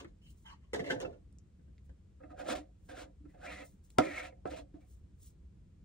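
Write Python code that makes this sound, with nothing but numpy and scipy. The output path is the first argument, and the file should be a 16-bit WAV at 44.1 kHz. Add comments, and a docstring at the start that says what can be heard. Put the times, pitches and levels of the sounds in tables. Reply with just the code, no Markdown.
"""A plastic tub lurches along a shelf, then its lid is twisted shut stroke by stroke close by.
Stick-slip friction and short blows ring modes of the hollow body and stiff rim; the contact rasps and sings.
Fingers brush the plastic as band-shaped hiss, dry ticks are short noise through a resonance, and a small
thing pushed along the shelf scrapes through fixed modes. Low hum and thin hiss fill the room.
The two channels differ in phase and balance band by band, and in their short tails."""
import sys
import numpy as np
from scipy import signal
from scipy.fft import rfft, irfft
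from scipy.io import wavfile
from scipy.ndimage import uniform_filter1d

SR = 44100
rng = np.random.default_rng(int(sys.argv[2]) if len(sys.argv) > 2 else 0)


def unload_wav(signal):
    """Save mono or channel-first audio to the path in sys.argv[1] as 16-bit WAV at rate SR, clipped to [-1, 1]."""
    wavfile.write(
        sys.argv[1],
        SR,
        np.round(np.clip(np.atleast_2d(signal).T, -1, 1) * 32767).astype(np.int16),
    )


N = 257844

# Phase lead of the left channel for sources in front. Each row: frequency in Hz, lead in radians.
LEAD_FRONT = [(330, 0), (520, 1.9), (690, 2.9), (860, 3.4), (1030, 5.8), (1400, 5.8), (1720, 6.7),
              (2240, 6.4), (2930, 7.4), (4800, 6.5), (6000, 8), (8700, 8.4), (9400, 9.4), (13500, 9.5),
              (14700, 10.5)]
# Channel balance for sources aside. Each row: frequency in Hz, left minus right in dB.
LEAN_ASIDE = [(60, 1.0), (110, 0.0), (200, -1.0), (380, -2.5), (700, -3.0), (1290, 2.5), (2380, 1.0),
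              (4400, -0.5), (8120, 1.5), (15000, 0.0)]
GRIP_S = .03  # time scale on which sliding modes come and go


def amp(db):
    """Decibels to gain."""
    return 10 ** (np.asarray(db) / 20)


def evened(x):
    """Scales to rms 1."""
    return x / np.sqrt(np.mean(x ** 2) + 1e-20)


def read(points, hz):
    """Reads a table on a log-frequency axis."""
    f, value = np.transpose(points)
    return np.interp(np.log(hz + 1), np.log(f + 1), value)


def coloured(x, spectrum):
    """Gives a white signal a relative spectrum at the same power."""
    gain = amp(read(spectrum, np.fft.rfftfreq(N, 1 / SR)))
    return irfft(rfft(x) * evened(gain), N)


def ring(x, hz, width_hz):
    """One damped mode as a two-pole resonator, gain 1 at its centre."""
    r = np.exp(-np.pi * width_hz / SR)
    zeros = [(1 - r * r) / 2, 0, (r * r - 1) / 2]
    poles = [1, -2 * r * np.cos(2 * np.pi * hz / SR), r * r]
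    return signal.lfilter(zeros, poles, x)


def glide(x, hz, width_hz):
    """A resonance that follows the curve hz: shift down, smooth, shift back."""
    turn = np.exp(2j * np.pi * np.cumsum(hz) / SR)
    r = np.exp(-np.pi * width_hz / SR)
    smoothed = signal.lfilter([1 - r], [1, -r], x / turn + 1e-18)
    return 2 * (turn * smoothed).real


def drift(db, span_s):
    """A factor that wanders at random, rms db, smoothed over span_s."""
    steps = rng.standard_normal(N // 64 + 2)  # one step per 64 samples
    steps = evened(uniform_filter1d(steps, max(round(span_s * SR / 64), 1)))
    return amp(db * np.interp(np.arange(N) / 64, np.arange(len(steps)), steps))


def grit(slips_per_s, spread_db, smooth):
    """Stick-slip friction: tiny slips of uneven size, with power share smooth of plain hiss."""
    judder_db, judder_s = 1.2, .012  # friction catches and lets go
    slips = rng.random(N) < slips_per_s / SR
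    size = amp(spread_db * np.minimum(rng.exponential(1, N), 4))
    slips = slips * size * rng.choice([-1., 1.], N)
    judder = drift(judder_db, judder_s)
    mix = np.sqrt(1 - smooth) * evened(slips) + np.sqrt(smooth) * rng.standard_normal(N)
    return evened(judder * mix)


def pressed(strokes, ease_db):
    """Strokes rise, hold and fall, adding in power to one gain curve a layer; ease_db is the drop
    over one rise or fall. Further columns give curves steered by the loudest stroke of each layer."""
    steer = 3.5  # how firmly the loudest stroke sets a curve
    t = np.arange(0, N + 32, 32) / SR
    start, rise, hold, fall, *columns = np.transpose(strokes)[:, :, None]
    rise, fall = np.maximum(rise, 1e-3), np.maximum(fall, 1e-3)
    before = (start + rise - t) / rise
    after = (t - start - rise - hold) / fall
    slack = np.maximum(np.maximum(before, after), 0)
    layers_db = [db - drop * slack for db, drop in zip(columns, ease_db)]
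    curves = [np.linalg.norm(amp(db), axis=0) for db in layers_db]
    for column, db in zip(columns[len(ease_db):], layers_db):
        weights = amp(steer * (db - db.max(axis=0)))
        curves.append(np.average(column + 0 * t, axis=0, weights=weights))
    return [np.interp(np.arange(N) / SR, t, curve) for curve in curves]


def struck(blows, db, push_s):
    """A short smooth push of the given level at each blow."""
    hits = np.zeros(N)
    hits[np.round(blows[:, 0] * SR).astype(int)] = amp(db)
    return signal.oaconvolve(hits, np.hanning(max(round(push_s * SR), 3)))[:N]


def plastic(strokes, ease_db, blows, upper_db, body, rim, friction, contact_db, contact_width_hz,
            focus_db, octave_db, ping_db, hollow_db, boom_db, damping):
    """Rubs and blows ring the hollow body and the stiff rim; the contact itself rasps and sings."""
    # Rasp spectrum. Each row: frequency in Hz, relative level in dB per Hz.
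    rasp = [(600, -20.5), (1000, 4.5), (3000, 3), (3900, 1.5), (4800, -3.5), (6000, -3.5), (7800, -2),
            (9500, -1), (11200, -20), (13000, -8), (15700, -15)]
    wander_db, wander_s = .12, .03  # the singing pitches wander as the contact moves
    octave_hz, octave_width_hz = 2620, 140  # the octave sounds only where the wall answers
    hollow_width_hz = 40  # the wall that the grip leaves free sings at the body pitch
    body_focus_db = 4.5  # per octave away from the favoured body pitch
    deep_hz = 340  # modes below this move the whole body
    grip_db = 1.2  # the shifting hand damps each mode now more, now less

    rim_gain, body_gain, rasp_gain, contact_hz, body_hz = pressed(strokes, ease_db)
    contact_hz = contact_hz * drift(wander_db, wander_s)
    body_hz = body_hz * drift(wander_db, wander_s)
    blows = np.array(blows)
    s, knock_db, crack_db, deep_db = blows.T
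    at = np.round((s + .004) * SR).astype(int)  # pitch is read just after the blow

    out = coloured(rasp_gain * friction[::-1], rasp)  # reversed: the rasp slips on its own

    # a blow sets the contact singing too
    ping = struck(blows, knock_db + ping_db, push_s=.0003) / (np.pi * contact_width_hz * .0003 / 3)

    def singing(hz):
        """Rubbed and struck resonance of the contact along the curve hz."""
        rubbed = evened(glide(friction, hz, contact_width_hz))
        return rim_gain * amp(contact_db) * rubbed + glide(ping, hz, contact_width_hz)

    out += singing(contact_hz)
    out += amp(octave_db) * ring(singing(2 * contact_hz), octave_hz, octave_width_hz)

    boom = struck(blows, knock_db + boom_db, push_s=0.00056) / (np.pi * hollow_width_hz * .001 / 2)
    out += body_gain * amp(hollow_db) * evened(glide(friction, body_hz, hollow_width_hz))
    out += glide(boom, body_hz, hollow_width_hz)

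    for modes, gain, focus, free_hz in ((body, body_gain, body_focus_db, body_hz),
                                        (rim, rim_gain, focus_db, contact_hz)):
        hz, width_hz, db = np.transpose(modes)
        rub = gain * friction / np.sqrt(np.sum(amp(db) ** 2 * width_hz) * np.pi / SR)
        push_s = 0.89 / hz  # each mode answers the part of the blow lasting about its own period
        ring_size = amp(db) * width_hz * np.pi * push_s / 2  # what a unit push leaves in each mode
        deep = hz < deep_hz
        for k in range(len(hz)):
            off_db = focus * abs(np.log2(hz[k] / free_hz))  # modes near the favoured pitch are driven most
            if deep[k]:
                blow_db = deep_db
            else:
                blow_db = knock_db + (0 if modes is rim else upper_db) - 2 * off_db[at]
            peak = np.linalg.norm(ring_size[deep == deep[k]])
            sense = (-1) ** k  # neighbouring modes move in opposite sense
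            knock = struck(blows, blow_db, push_s[k]) / peak / damping
            if modes is rim:
                knock = knock * sense
            slide = sense * rub * drift(grip_db, GRIP_S) * amp(-off_db)
            # a blow is damped more, so it dies away faster than the rubbing
            rung = ring(slide, hz[k], width_hz[k]) + ring(knock, hz[k], damping * width_hz[k])
            out += amp(db[k]) * rung

    # a burst of splinter noise at each contact
    crack = np.exp(-np.arange(600) / (0.00049 * SR))
    burst = signal.oaconvolve(struck(blows, crack_db, push_s=0), crack)[:N] * rng.standard_normal(N)
    return out + coloured(burst, rasp)


def dragged_tub():
    """Lurches along the shelf rub and knock the tub's modes."""
    # Lurches. Each row: start, rise, hold, fall in seconds, rim, body, rasp level in dB,
    # pitch of the rubbing contact in Hz, body pitch left free by the grip in Hz.
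    drags = [(-.004, 0.0024, 0.002, 0.045, -44.5, -46.5, -54.5, 1105, 332),
             (.04, 0.037, 0.0027, 0.048, -72, -67.5, -80, 2200, 342),
             (.731, 0.002, 0.0021, 0.098, -45, -36, -47.5, 1786, 452),
             (.792, 0.0012, 0.0046, 0.057, -42.5, -41, -60, 1920, 462),
             (.82, 0.022, 0.083, 0.03, -52.5, -44, -67.5, 2040, 510),
             (.9, 0.001, 0.011, 0.1, -39, -39, -53.5, 1530, 528),
             (.99, 0.024, 0.0036, 0.037, -62, -38.5, -54, 1780, 465),
             (1.044, 0.0013, 0.011, 0.061, -83, -43, -89, 1350, 500),
             (1.11, 0.018, 0.017, 0.019, -76.5, -58, -99, 1381, 490)]
    # Each row: blow time in seconds, knock, crack, deep body level in dB.
    shelf_blows = [(0.046, -42, -50.5, -49.5), (0.734, -26, -42, -54), (0.7482, -23.5, -56, -51.5),
                   (0.795, -28.5, -57, -35.5), (0.8926, -50, -46, -55), (0.9035, -25.5, -53, -60),
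                   (0.92, -36.5, -71, -42.5), (0.9599, -34, -84, -38), (0.986, -45.5, -65, -46),
                   (1.0029, -40, -36.5, -58), (1.049, -32.5, -62, -44.5), (1.592, -65.5, -81, -58),
                   (1.6795, -64, -89, -55), (1.894, -55.5, -63, -53)]
    # Modes of body and rim. Each row: frequency in Hz, width in Hz, level in dB.
    shelf_body = [(166, 46, -10), (268, 29.6, -6.5), (396, 62, -3.5), (448, 66, -6), (512, 42, -4.5),
                  (632, 42, -10), (693, 26, -7.5)]
    shelf_rim = [(866, 58, 9), (951, 67, -3), (1380, 340, -10), (1530, 20, -1.5), (1729, 14, 9.5),
                 (1780, 41, 4.5), (1900, 77, 2.5), (2120, 120, -6), (2080, 60, -10), (2300, 450, -12.5),
                 (2640, 174, 0.5), (3500, 250, -17)]
    return plastic(drags, (82, 14, 27.5), shelf_blows, -21.5, shelf_body, shelf_rim,
                   grit(2401, 8.4, 0.45), contact_db=-2.5, contact_width_hz=63, focus_db=11.0,
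                   octave_db=5.0, ping_db=-21.0, hollow_db=-22, boom_db=-3.5, damping=1.16)


def pair(left, right, lead, lean):
    """The stereo processing turns the left channel in phase and leans the balance, band by band."""
    hz = np.fft.rfftfreq(N, 1 / SR)
    tip = amp(read(lean, hz) / 2)
    turned = rfft(left) * tip * np.exp(1j * read(lead, hz))
    return irfft(np.array([turned, rfft(right) / tip]), N)


def room_tone():
    """Low lumpy hum of the building and a thin hiss, partly shared by the channels."""
    # Noise spectra. Each row: frequency in Hz, relative level in dB per Hz.
    hum = [(13, -40.5), (22, -18.5), (47, 3), (69, 7), (111, -6), (130, -7.5), (193, -6), (247, -17.5),
           (304, -16), (500, -56.5), (650, -87.5), (1100, -120)]
    hiss = [(200, -50), (340, 10), (520, 5), (690, 0), (1030, -7), (1720, -10), (3000, -12), (4800, -16),
            (6000, -16), (8000, -14), (9500, -17), (12000, -22), (13500, -23), (15700, -34)]
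    # Each row: frequency in Hz, likeness of the channels from 0 to 1.
    alike_room = [(60, .97), (300, .9), (700, .7), (1500, .3), (6000, .3), (8000, .7), (9500, .99),
                  (16000, .97)]
    hum_db, hiss_db = -57, -77
    white = rng.standard_normal((4, N))
    swell = amp(1.5 * evened(uniform_filter1d(rng.standard_normal(N), size=5000)))

    def tone(low, high):
        """Hum and hiss from two white noises."""
        return amp(hum_db) * swell * coloured(low, hum) + amp(hiss_db) * coloured(high, hiss)

    a, b = tone(white[0], white[2]), tone(white[1], white[3])
    same = read(alike_room, np.fft.rfftfreq(N, 1 / SR))
    left = irfft(same * rfft(a) + np.sqrt(1 - same ** 2) * rfft(b), N)
    return pair(left, a, LEAD_FRONT, LEAN_ASIDE)


def fingers():
    """Skin gliding over plastic hisses high; small dry ticks are decaying noise through one resonance, the one
    near 0.5 s from the small thing pushed along the shelf."""
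    # Fingertip slides. Each row: start, rise, hold, fall in seconds, level in dB.
    brushes = [(.215, 0.0061, .08, 0.027, -79), (.25, 0.057, 0.0044, 0.045, -62.5),
               (.33, 0.048, 0.06, 0.04, -72.5), (1.83, 0.028, 0.0031, 0.029, -75),
               (2.77, 0.094, 0.04, 0.0053, -73), (3.27, 0.026, 0.0073, 0.13, -78),
               (3.62, 0.029, 0.013, 0.11, -60.5), (3.825, 0.02, 0.0057, 0.07, -65.5),
               (3.897, 0.0032, .003, 0.12, -68.5), (4.79, 0.02, .01, 0.061, -81),
               (4.82, 0.091, 0.0084, 0.1, -67), (5.18, 0.051, 0.047, 0.054, -59.5)]
    # Skin spectrum. Each row: frequency in Hz, relative level in dB per Hz.
    skin = [(1500, -25.5), (2900, -14), (3800, -9), (4800, -10), (6000, -3.5), (8000, 0.5), (9500, 6),
            (11200, -15.5), (13000, -3.5), (15700, 1.5)]
    # Each row: tick time in seconds, level in dB, pitch in Hz, width as share of pitch. 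The last row is a tick
    # of the small thing pushed along the shelf.
    ticks = [(1.3268, -42.5, 8800, 0.11), (1.3859, -40.5, 6500, 0.16), (1.781, -41, 2090, 0.22),
             (3.904, -42, 6000, 1), (4.476, -49, 7500, 0.23), (0.503, -26, 1200, 0.23)]
    gain = pressed(brushes, (22,))[0]
    out = coloured(gain * grit(6600, 0.63, 0.38), skin)
    t = np.arange(900) / SR
    shape = np.exp(-t / 0.00031) + 0.046 * np.exp(-t / 0.0019)
    for s, db, hz, share in ticks:
        at = round(s * SR)
        noise = rng.standard_normal(len(t))
        out[at:at + len(t)] += amp(db) * ring(noise * shape, hz, share * hz)
    return out


def nudges():
    """Something small pushed along the shelf: a fine scrape through a few fixed modes."""
    # Each row: start, rise, hold, fall in seconds, level in dB, low modes in dB.
    pushes = [(.217, 0.0017, 0.066, 0.021, -67.5, -32), (.454, 0.0034, 0.038, 0.012, -55, -5),
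              (.498, .003, 0.03, 0.012, -63, 0.5), (.62, 0.011, 0.011, 0.024, -79, -3)]
    # Modes. Each row: frequency in Hz, width in Hz, level in dB.
    nudged = [(920, 85, 0), (1128, 31, 0.5), (1250, 45, -7), (1660, 260, -7.5), (1830, 104, -3.5),
              (2040, 125, -5.5), (2880, 400, -7), (3130, 150, -5.5), (4120, 360, -22), (6700, 11000, -27.5)]
    shift_db = 3  # its modes come and go as it slides
    low_hz = 2500  # modes under this follow the low-mode level; a light push leaves them quiet
    gain, low_db = pressed(pushes, (6,))
    friction = grit(5500, 9.0, 1.0)
    full, out = 0, 0
    for k, (hz, width_hz, db) in enumerate(nudged):
        mode = (-1) ** k * amp(db) * ring(friction * drift(shift_db, GRIP_S), hz, width_hz)
        full = full + mode
        out = out + mode * (amp(low_db) if hz < low_hz else 1)
    return gain * out / np.std(full)


def twisted_lid():
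    """Thread rubs on thread and rings the hollow jar; the lid snaps over a ridge."""
    # Strokes. Each row: start, rise, hold, fall in seconds, rim, body, rasp level in dB,
    # pitch of the rubbing contact in Hz, body pitch left free by the grip in Hz.
    twists = [(2.197, 0.0074, 0.013, 0.021, -67, -54.5, -99, 1220, 510),
              (2.225, 0.0069, 0.0048, 0.048, -59, -54, -87, 1360, 500),
              (2.29, 0.016, 0.013, 0.027, -59, -47, -76, 1320, 610),
              (2.35, 0.045, 0.024, 0.026, -53, -43.5, -60.5, 1465, 555),
              (2.43, 0.07, 0.03, 0.026, -42.5, -33.5, -43.5, 1325, 570),
              (2.548, 0.0055, 0.0038, 0.067, -54, -38, -46.5, 1900, 323),
              (2.88, 0.011, 0.032, 0.067, -58.5, -50, -62, 1590, 540),
              (2.91, 0.061, 0.053, 0.052, -55, -45.5, -56, 1400, 437),
              (3.248, 0.0026, 0.0044, 0.032, -70, -65.5, -94, 1335, 386),
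              (3.27, 0.023, 0.026, 0.049, -78, -86, -85.5, 2080, 403),
              (3.33, 0.0099, 0.012, 0.031, -73.5, -60.5, -85, 1660, 600),
              (3.37, 0.086, 0.012, 0.036, -51.5, -46.5, -58, 1390, 613),
              (3.41, 0.072, 0.031, 0.033, -46, -45.5, -62, 2450, 636),
              (3.49, 0.03, 0.016, 0.092, -46, -54.5, -54, 2065, 520),
              (3.5, 0.067, 0.058, 0.044, -52.5, -51.5, -62, 2096, 580),
              (3.986, 0.0042, 0.0081, 0.039, -34.5, -39, -46, 1350, 650),
              (3.99, 0.0043, 0.08, 0.038, -53, -36, -58, 2200, 291),
              (4.0, 0.0047, 0.14, 0.1, -45, -47.5, -59, 2203, 520),
              (4.1, 0.064, 0.032, 0.086, -42, -46, -52.5, 2160, 676),
              (4.19, 0.042, 0.037, 0.026, -48.5, -50.5, -57, 2440, 680),
              (4.25, 0.017, 0.019, 0.035, -60.5, -61.5, -67, 2860, 500),
              (4.31, 0.018, 0.017, 0.12, -90, -66.5, -100, 2120, 502),
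              (4.455, 0.0054, 0.02, 0.043, -56.5, -44.5, -65.5, 1293, 520),
              (4.475, 0.033, 0.02, 0.027, -54.5, -44.5, -58.5, 1850, 520),
              (4.515, 0.014, 0.022, 0.021, -58, -46, -64.5, 3060, 540),
              (4.545, 0.017, 0.029, 0.049, -71.5, -47.5, -57.5, 2500, 538),
              (4.736, 0.0032, 0.0088, 0.071, -99.5, -55.5, -100, 1716, 299.4),
              (4.79, 0.02, 0.0076, 0.086, -76, -69.5, -80, 2317, 302)]
    # Each row: blow time in seconds, knock, crack, deep body level in dB.
    lid_blows = [(2.2063, -64, -90, -63), (2.2368, -54, -88, -48), (2.305, -52, -72, -58.5),
                 (2.379, -48, -68, -62), (2.4, -53, -64, -58), (2.4877, -32, -44, -57),
                 (2.527, -42, -58, -42), (2.574, -52, -62, -44), (2.8900, -50, -54, -59),
                 (2.9757, -48, -60, -52), (3.2038, -80, -85, -57.5), (3.241, -80, -95, -52),
                 (3.2545, -60, -75, -47), (3.3458, -59, -89, -64), (3.62, -50, -62, -62),
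                 (3.637, -54, -64, -66), (3.9847, -22, -26, -30), (3.9856, -13, -19, -21),
                 (4.3256, -55, -80, -69), (4.4558, -30, -56, -35), (4.516, -52, -66, -46),
                 (4.585, -50, -64, -52), (4.7414, -62, -94, -43), (4.768, -75, -95, -50)]
    # Modes of body and rim. Each row: frequency in Hz, width in Hz, level in dB.
    jar_body = [(170, 14, -16.5), (205, 27, -20.5), (291, 16, 1), (395.8, 51, -22.5), (520, 24.4, 0),
                (619, 57, -1.5), (651, 36, -1), (727, 36, -3), (890, 91, -18)]
    jar_rim = [(974, 13, 0), (1005, 100, -14), (1246, 45, 0.5), (1361, 110, -1), (1530, 77, -6),
               (1770, 260, -2), (2010, 80, -1.5), (2120, 72.3, -2.5), (2315, 230, -9), (2477, 200, -4),
               (2640, 130, -2), (2640, 160, -13.5), (3150, 150, -20.5), (4150, 410, -16.5)]
    return plastic(twists, (24, 17, 29.5), lid_blows, 2, jar_body, jar_rim,
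                   grit(3001, 2.2, 0.68), contact_db=-5, contact_width_hz=79, focus_db=9.5,
                   octave_db=-22, ping_db=-14.5, hollow_db=-22, boom_db=-20.0, damping=1.3)


def placed(x, lead, lean, wet_db):
    """Direct sound plus short tails that differ by channel and fade in and out in rotation, steadily."""
    # Each row: frequency in Hz, decay time by 60 dB in seconds.
    decay = [(200, 0.11), (700, 0.12), (2000, 0.056), (6000, 0.085), (9000, 0.0062)]
    # Each row: frequency in Hz, likeness of the tail in the channels from 0 to 1.
    alike_tail = [(60, 1), (200, 0.16), (500, 0.033), (1500, 0.0088)]
    shift_s = .05  # the echo pattern changes this fast
    turn, wet = np.arange(N) / SR / shift_s, 0
    for k in range(3):
        # one echo of random sign in every 20 samples
        taps = np.zeros((2, SR // 5))
        at = np.arange(100, SR // 5 - 20, 20) + rng.integers(0, 20, (2, (SR // 5 - 101) // 20))
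        np.put_along_axis(taps, at, rng.choice([-1., 1.], at.shape), 1)
        hz, t, z = signal.stft(taps, SR, nperseg=256)
        same = read(alike_tail, hz)[:, None]
        z = np.array([same * z[1] + np.sqrt(1 - same ** 2) * z[0], z[1]])
        fade = amp(-60 * t / read(decay, hz)[:, None])
        tail = signal.istft(z * fade, SR, nperseg=256)[1]
        tail = tail / np.linalg.norm(tail[0])
        share = np.sqrt(2 / 3) * np.cos(np.pi * (turn + k / 3))
        wet = wet + signal.oaconvolve((share * x)[None], tail, axes=1)[:, :N]
    left, right = x + amp(wet_db) * wet
    return pair(left, right, lead, lean)


def scene():
    """The jar and fingers in front, the shelf to one side, the room around."""
    # Each row: frequency in Hz, left channel lead in radians.
    lead_aside = [(220, 0), (345, .9), (690, 2.2), (1030, 2.5), (1380, 1.3), (2240, 2.1), (2930, 3.1),
                  (4800, 3), (6000, 1.5), (8700, 2.0), (9400, 3.1), (13500, 3.2), (14700, 4.4)]
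    # Each row: frequency in Hz, left minus right in dB.
    lean_front = [(60, 1.0), (110, -0.5), (200, -2.5), (380, -4.5), (700, -3.5), (1290, -0.5), (2380, 0.5),
                  (4400, -1.5), (8120, 1.0), (15000, 0.0)]
    jar = twisted_lid()
    shelf = dragged_tub()
    front = placed(jar + fingers(), LEAD_FRONT, lean_front, wet_db=-8.5)
    aside = placed(shelf + nudges(), lead_aside, LEAN_ASIDE, wet_db=-3.0)
    return front + aside + room_tone()


def record(dry):
    """Band limit: a steep linear-phase low-pass."""
    edge_hz = 15750
    lowpass = signal.firwin(511, edge_hz, window=("kaiser", 9), fs=SR)
    return signal.oaconvolve(dry, lowpass[None], "same")


dry = scene()
out = record(dry)
unload_wav(out)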